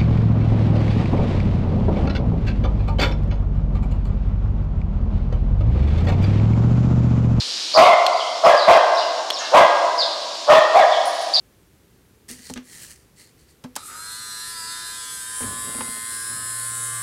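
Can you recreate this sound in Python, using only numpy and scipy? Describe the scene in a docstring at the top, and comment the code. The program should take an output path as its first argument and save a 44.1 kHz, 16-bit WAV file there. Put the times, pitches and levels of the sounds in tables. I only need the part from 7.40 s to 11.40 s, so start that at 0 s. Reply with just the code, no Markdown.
"""In a large barn a small dog barks six times, facing away; each bark rings on under the roof.
Sparrows chirp in the rafters, a few near and many far, as wobbling whistled arcs. Small ticks on steel rails,
a shaken collar tag and a far gate are touches that set metal modes ringing. The barn hush is banded noise.
Each bark is a gliding near-pure voice with pulsed breath noise; the loud barks overload the microphone."""
import sys
import numpy as np
from scipy import signal
from scipy.io import wavfile
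from scipy.ndimage import uniform_filter1d

SR = 44100
rng = np.random.default_rng(int(sys.argv[2]) if len(sys.argv) > 2 else 0)


def output_pcm(signal):
    """Save a mono or channel-first signal as 16-bit PCM at the path in sys.argv[1].

    Samples are clipped to [-1, 1] before scaling.
    """
    pcm = np.clip(np.atleast_2d(signal).T, -1, 1) * 32767
    wavfile.write(sys.argv[1], SR, np.round(pcm).astype(np.int16))


N = 176400  # four seconds


def amp(db):
    """Amplitude factor of a level in dB."""
    return 10 ** (np.asarray(db) / 20)


def rms_one(x):
    """Scale a signal to an RMS of 1."""
    return x / np.sqrt(np.mean(x ** 2) + 1e-20)


def at_hz(points, hz):
    """Read a curve of (Hz, value) points, straight over log frequency."""
    points = np.array(points)
    return np.interp(np.log(hz), np.log(points[:, 0]), points[:, 1])


def drift(rate_hz, size):
    """Random wander of spread 1: noise through a double one-pole low-pass."""
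    warm_up = 8000
    r = np.exp(-2 * np.pi * rate_hz / SR)
    noise = rng.standard_normal(size + warm_up)
    return rms_one(signal.lfilter([1], [1, -2 * r, r * r], noise)[warm_up:])


def resonance(x, hz, width_hz):
    """Two-pole resonance with a peak gain of about 1."""
    r = np.exp(-np.pi * width_hz / SR)
    feedback = [1, -2 * r * np.cos(2 * np.pi * hz / SR), r * r]
    return signal.lfilter(np.array([1, 0, -1]) * (1 - r * r) / 2, feedback, x)


def high_pass(x, order, hz):
    """Butterworth high-pass."""
    return signal.sosfilt(signal.butter(order, hz, "high", fs=SR, output="sos"), x)


def add(out, s, sound):
    """Mix a sound in at s seconds, cut at the end of the track."""
    i = max(int(s * SR), 0)
    out[i:i + len(sound)] += sound[:len(out) - i]


def arc(u, first_hz, turn_hz, last_hz, turn_share, bend):
    """Pitch bends from the first to the turning pitch, then to the last; u runs 0 to 1."""
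    turn = np.clip(turn_share, .05, .95)
    before = u < turn
    span_hz = np.where(before, turn_hz - first_hz, turn_hz - last_hz)
    distance = np.abs((u - turn) / np.where(before, turn, 1 - turn))
    return turn_hz - span_hz * distance ** bend


def bands(size):
    """Third-octave bands of noise with their centres; neighbours come from separate noises."""
    edges = 70 * 2 ** np.arange(0, 8.1, 1 / 3)
    white = rng.standard_normal((2, size))
    for k, (low, high) in enumerate(zip(edges, edges[1:])):
        band_pass = signal.butter(2, [low, high], "band", fs=SR, output="sos")
        yield np.sqrt(low * high), signal.sosfilt(band_pass, white[k % 2])


def ring(touches, modes):
    """Touches set a body's modes ringing, each a dying sine."""
    out = np.zeros(N)
    for hz, db, t60 in modes:
        r, w = amp(-60 / (t60 * SR)), 2 * np.pi * hz / SR
        # the tiny offset keeps the filter clear of denormal numbers
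        out += signal.lfilter([amp(db) * np.sin(w)], [1, -2 * r * np.cos(w), r * r], touches + 1e-18)
    return out


def hush():
    """Steady noise of the barn, its bands wavering a little in level."""
    # Each row: frequency in Hz, relative noise level per Hz in dB.
    hush_curve = [(100, -21), (200, 1), (400, -12.5), (700, -12), (1100, -13.5), (2000, -13), (4300, 2),
                  (6500, -9), (9000, -20.5), (15500, -131)]
    hush_db, waver_db = -28, .8
    wavers = [drift(7.3, N) for _ in range(4)]
    noise = np.zeros(N)
    for k, (hz, band) in enumerate(bands(N)):
        noise += band * amp(at_hz(hush_curve, hz) + waver_db * wavers[k % 4])
    return amp(hush_db) * rms_one(noise)


def chirp(length, db, first_hz, turn_hz, last_hz, turn_share):
    """A hoarse whistled arc: wobbling pitch, a fast warble and random wander in its level."""
    bend, wobble_share, rough_share = 1.5, .017, .35
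    warble_hz, warble_depth = 150, .7
    size = int(length * SR)
    u = np.linspace(0, 1, size)
    wobble = 1 + wobble_share * drift(360, 4000)[:size]
    pitch_hz = arc(u, first_hz, turn_hz, last_hz, turn_share, bend) * wobble
    phase = 2 * np.pi * np.cumsum(pitch_hz) / SR
    warble = 1 + warble_depth * np.sin(2 * np.pi * (warble_hz * u * length + rng.random()))
    warble += rough_share * drift(470, 4000)[:size]
    return amp(db) * np.sin(np.pi * u) ** .5 * warble * np.sin(phase)


def sparrows():
    """The near birds, and a chorus of far ones that reach the microphone through the barn only."""
    # Near chirps. Each row: start in seconds, length in seconds, level in dB, first, turning and
    # last pitch in Hz, turning point as a share of the length.
    near_chirps = [(0.000, 0.014, -23, 4700, 4700, 3030, 0.15),
                   (0.335, 0.044, -15.5, 3896, 5090, 3710, 0.35),
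                   (0.728, 0.016, -24.5, 4440, 4870, 4600, 0.63),
                   (0.757, 0.034, -25.5, 3850, 4850, 4400, 0.9),
                   (0.795, 0.025, -21.5, 3250, 3306, 2780, 0.4),
                   (1.036, 0.038, -23, 5070, 5200, 4700, 0.37), (1.167, 0.038, -18, 4470, 4970, 4020, 0.22),
                   (1.195, 0.061, -21, 3856, 3940, 3960, 0.7), (1.55, 0.016, -26, 5090, 5500, 5440, 0.73),
                   (1.568, 0.017, -16.5, 3644, 4200, 4100, 0.92),
                   (1.581, 0.021, -17, 4116, 5100, 2800, 0.24), (1.61, 0.04, -26.5, 2600, 2974, 2750, 0.38),
                   (1.926, 0.056, -22, 5500, 5590, 2734, 0.063),
                   (1.982, 0.039, -25, 6800, 6894, 4780, 0.044),
                   (2.577, 0.059, -13, 4190, 5060, 3194, 0.098),
                   (3.507, 0.052, -21, 3450, 3574, 2875, 0.28), (3.933, 0.042, -7, 3960, 4920, 3510, 0.28)]
    far_db, far_spread_db, far_turn_hz, far_turn_spread_hz = -35, 4.5, 4700, 200
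    near = np.zeros(N)
    for s, *row in near_chirps:
        add(near, s, chirp(*row))
    far = np.zeros(N + SR)  # begins one second early, so the barn already rings at the start
    for when, loud, pitch in rng.random((60, 3)):
        turn_hz = far_turn_hz + far_turn_spread_hz * (2 * pitch - 1)
        db = far_db + far_spread_db * (2 * loud - 1)
        # these arcs rise all the way
        sound = chirp(0.084, db, 0.91 * turn_hz, turn_hz, 1.3 * turn_hz, turn_share=.33)
        add(far, when * (N + SR) / SR, sound)
    return near, far


def barn():
    """Two-second echo: strong early reflections, then noise that dies band by band; unit energy."""
    # Each row: frequency in Hz, time to die by 60 dB in seconds.
    barn_t60 = [(150, 5.8), (400, 1.91), (630, 1.755), (800, 1.88), (1100, 1.85), (1400, 1.87),
                (2000, 1.435), (4500, 0.76), (10000, 0.27)]
    onset_s, early_db, early_t60_s = 0.01, 2, 0.084
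    t = np.arange(2 * SR) / SR
    echo = sum(band * amp(-60 * t / at_hz(barn_t60, hz)) for hz, band in bands(len(t)))
    early = amp(early_db - 60 * t / early_t60_s)
    echo = echo * np.minimum(t / onset_s, 1) * (1 + early)
    return echo / np.sqrt(np.sum(echo ** 2))


def formant(breath, hz, width_hz):
    """Breath through one resonance twice, evened to RMS 1."""
    return rms_one(resonance(resonance(breath, hz, width_hz), hz, width_hz))


def dog():
    """A near-pure gliding voice, plus breath noise gated by each cycle through throat and mouth resonances."""
    # Each row: start in seconds, length in seconds, starting level in dB, first, turning and last pitch in Hz,
    # turning point as a share of the length, bend of the arc, attack in seconds, mouth resonance in Hz,
    # upper resonance in Hz, its level in dB, high resonance level in dB, hoarseness in dB.
    bark_rows = [(0.331, 0.23, 1, 561.7, 728.5, 579, 0.59, 1.64, 0.056, 1065, 2094, -5.5, -22, -3),
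                 (1.022, 0.14, 1, 602, 701.6, 550.7, 0.39, 1.45, .028, 1100, 1655, -8, -21, -3),
                 (1.261, 0.14, 2, 620, 691, 535, 0.4514, 1.6, 0.027, 982, 1590, -6.5, -54, -3),
                 (2.11, 0.14, 3.5, 451.8, 690.4, 609.3, 0.56, 1.54, 0.039, 1045, 1606, -7, -15, -2),
                 (3.065, 0.14, 1.5, 572.8, 644.7, 496, 0.741, 2.267, 0.037, 1117, 1820, -5, -11, -1.5),
                 (3.335, 0.11, 4, 607.4, 800.3, 586, .42, .7, .016, 1004, 1640, -11, -18, -9.5)]
    # Levels of the second to fifth harmonic of the clear voice at the bark's end, in dB.
    overtone_levels = [-18, -9, -28, -19]
    jitter_share, shimmer_db, grain_db = .024, 1.5, 1.5  # unevenness of pitch, clear voice and breath
    throat_hz, throat_width_hz = 620, 225
    mouth_width_hz, mouth_db = 438, -1
    upper_width_hz, high_hz = 130, 3500  # the thin high resonance has the upper one's width
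    rasp_hz, rasp_width_hz, rasp_db = 2346, 2320, -8.5
    clearing_share = .6  # the voice clears as the bark goes on
    sag_db, release_share = 6, .12
    out, size = np.zeros(N), SR // 3
    t = np.arange(size) / SR
    for (s, length, db, first_hz, turn_hz, last_hz, turn_share, bend, attack,
         mouth_hz, upper_hz, upper_db, high_db, hoarse_db) in bark_rows:
        u = np.minimum(t / length, 1)
        jitter = 1 + jitter_share * drift(142.5, size)
        pitch_hz = arc(u, first_hz, turn_hz, last_hz, turn_share, bend) * jitter
        phase = 2 * np.pi * np.cumsum(pitch_hz) / SR
        clear = np.sin(phase)
        for k, level in enumerate(overtone_levels):
            clear += amp(level) * u * np.sin((k + 2) * phase)
        clear *= amp(shimmer_db * drift(135, size))

        cycle_gate = np.maximum(np.sin(phase), 0) ** 2
        breath = cycle_gate * rng.standard_normal(size) * amp(grain_db * drift(76, size))
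        throat = formant(breath, throat_hz, throat_width_hz)
        mouth = amp(mouth_db) * formant(breath, mouth_hz, mouth_width_hz)
        hoarse = (1 - clearing_share * u) * amp(hoarse_db) * (throat - mouth)
        upper = amp(upper_db) * u ** 2 * formant(breath, upper_hz, upper_width_hz)
        high = amp(high_db) * u ** 2 * formant(breath, high_hz, upper_width_hz)
        rasp = amp(rasp_db + hoarse_db) * np.sin(np.pi * u) ** 2 * formant(breath, rasp_hz, rasp_width_hz)
        voice = clear + hoarse + upper + high - rasp

        shape = np.minimum(t / attack, 1) ** 2 * np.clip((1 - u) / release_share, 0, 1)
        add(out, s, amp(db - sag_db * u) * shape * voice)
    return out


def facing_away(barks):
    """The dog faces away: its direct sound loses part of what lies above 1 kHz."""
    return barks - .55 * high_pass(barks, 1, 1000)


def ticks():
    """Small hard knocks on the steel rails: a touch one millisecond long and one bounce."""
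    # Each row: start in seconds, level of the touch in dB.
    tick_rows = [(0.665, -29), (1.903, -28), (2.954, -45.5)]
    # Modes of the rails. Each row: frequency in Hz, level in dB, time to die by 60 dB in seconds.
    rail_modes = [(3400, 11, 0.008), (4200, 9, 0.008), (5300, 2, 0.005), (7800, -3, 0.005),
                  (13500, -18, 0.002)]
    bounce_s, bounce_db = 0.004, -5
    touches = np.zeros(N)
    for s, db in tick_rows:
        add(touches, s, amp(db) * rng.standard_normal(SR // 1000))
        add(touches, s + bounce_s, amp(db + bounce_db) * rng.standard_normal(SR // 1000))
    return ring(touches, rail_modes)


def gate():
    """A far steel gate clanks: a short scrape of noisy touches rings its modes."""
    # Each row: frequency in Hz, level in dB, time to die by 60 dB in seconds.
    steel_modes = [(1500, -1, .01), (1720, 0, .02), (2200, -1, .008), (2700, 0, .02)]
    clank_s, length_s, clank_db = 1.99, 0.044, -45.5
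    size = SR // 10
    scrape = rng.standard_normal(size) * (np.arange(size) < length_s * SR)
    touches = np.zeros(N)
    add(touches, clank_s, amp(clank_db) * scrape)
    return ring(touches, steel_modes)


def collar_tag():
    """Each shake is one touch and a dying, uneven rattle into the tag's modes."""
    # Each row: start of the shake in seconds, level of its touches in dB.
    shake_rows = [(3.655, -35.5), (3.812, -42.5), (3.939, -45.5)]
    # Each row: frequency in Hz, level in dB, time to die by 60 dB in seconds.
    tag_modes = [(9100, -2, .02), (9600, 0, .02), (10000, -3, .03), (10900, -6, .025), (13800, -8, .01),
                 (15200, -5, .015)]
    rattle_per_s, rattle_t60_s = 1100, 0.63
    shakes, t = np.zeros(N), np.arange(SR // 2) / SR
    for s, db in shake_rows:
        rattle = (rng.random(len(t)) < rattle_per_s / SR) * rng.standard_normal(len(t))
        touches = rattle + 2 * (t == 0)
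        add(shakes, s, amp(db - 60 * t / rattle_t60_s) * touches)
    return ring(shakes, tag_modes)


def scene():
    """Direct sound of dog, near birds and small metal, the barn's echo of everything, and the hush."""
    dog_room_db, bird_room_db, small_room_db = -8, 0, -16  # sent into the echo
    barks = dog()
    near, far = sparrows()
    small = ticks() + collar_tag()
    sent = far.copy()
    sent[SR:] += amp(dog_room_db) * barks + amp(bird_room_db) * near + amp(small_room_db) * small + gate()
    wet = signal.fftconvolve(sent, barn())[SR:N + SR]
    return (facing_away(barks) + near + small + wet + hush())[None]


def record(dry):
    """Bass is cut, a slow gain control ducks loud passages, peaks overload and meet a ceiling, the top is cut."""
    duck_above_db, duck_share, duck_attack_s = -23, 0.24, .05
    excess_release_db_per_s = 8  # fall of the held excess, before the share is taken
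    overload, knee, ceiling = .66, 60, .72
    x = high_pass(dry, 4, 315)
    level_db = 10 * np.log10(uniform_filter1d(x ** 2, size=441) + 1e-9)  # over 10 ms
    # hold each peak of the excess, falling at a steady rate
    ramp = excess_release_db_per_s * np.arange(N) / SR
    over_db = np.maximum.accumulate(np.maximum(level_db - duck_above_db, 0) + ramp, axis=-1) - ramp
    r = np.exp(-1 / (duck_attack_s * SR))
    x = x * amp(-duck_share * signal.lfilter([1 - r], [1, -r], over_db))
    x = x / (1 + np.abs(x / overload) ** knee) ** (1 / knee)
    x = high_pass(x, 1, 150).clip(-ceiling, ceiling)  # coupling after the overload tilts the flat tops
    return signal.sosfilt(signal.cheby2(12, 70, 16100, fs=SR, output="sos"), x)


dry = scene()
out = record(dry)
output_pcm(out)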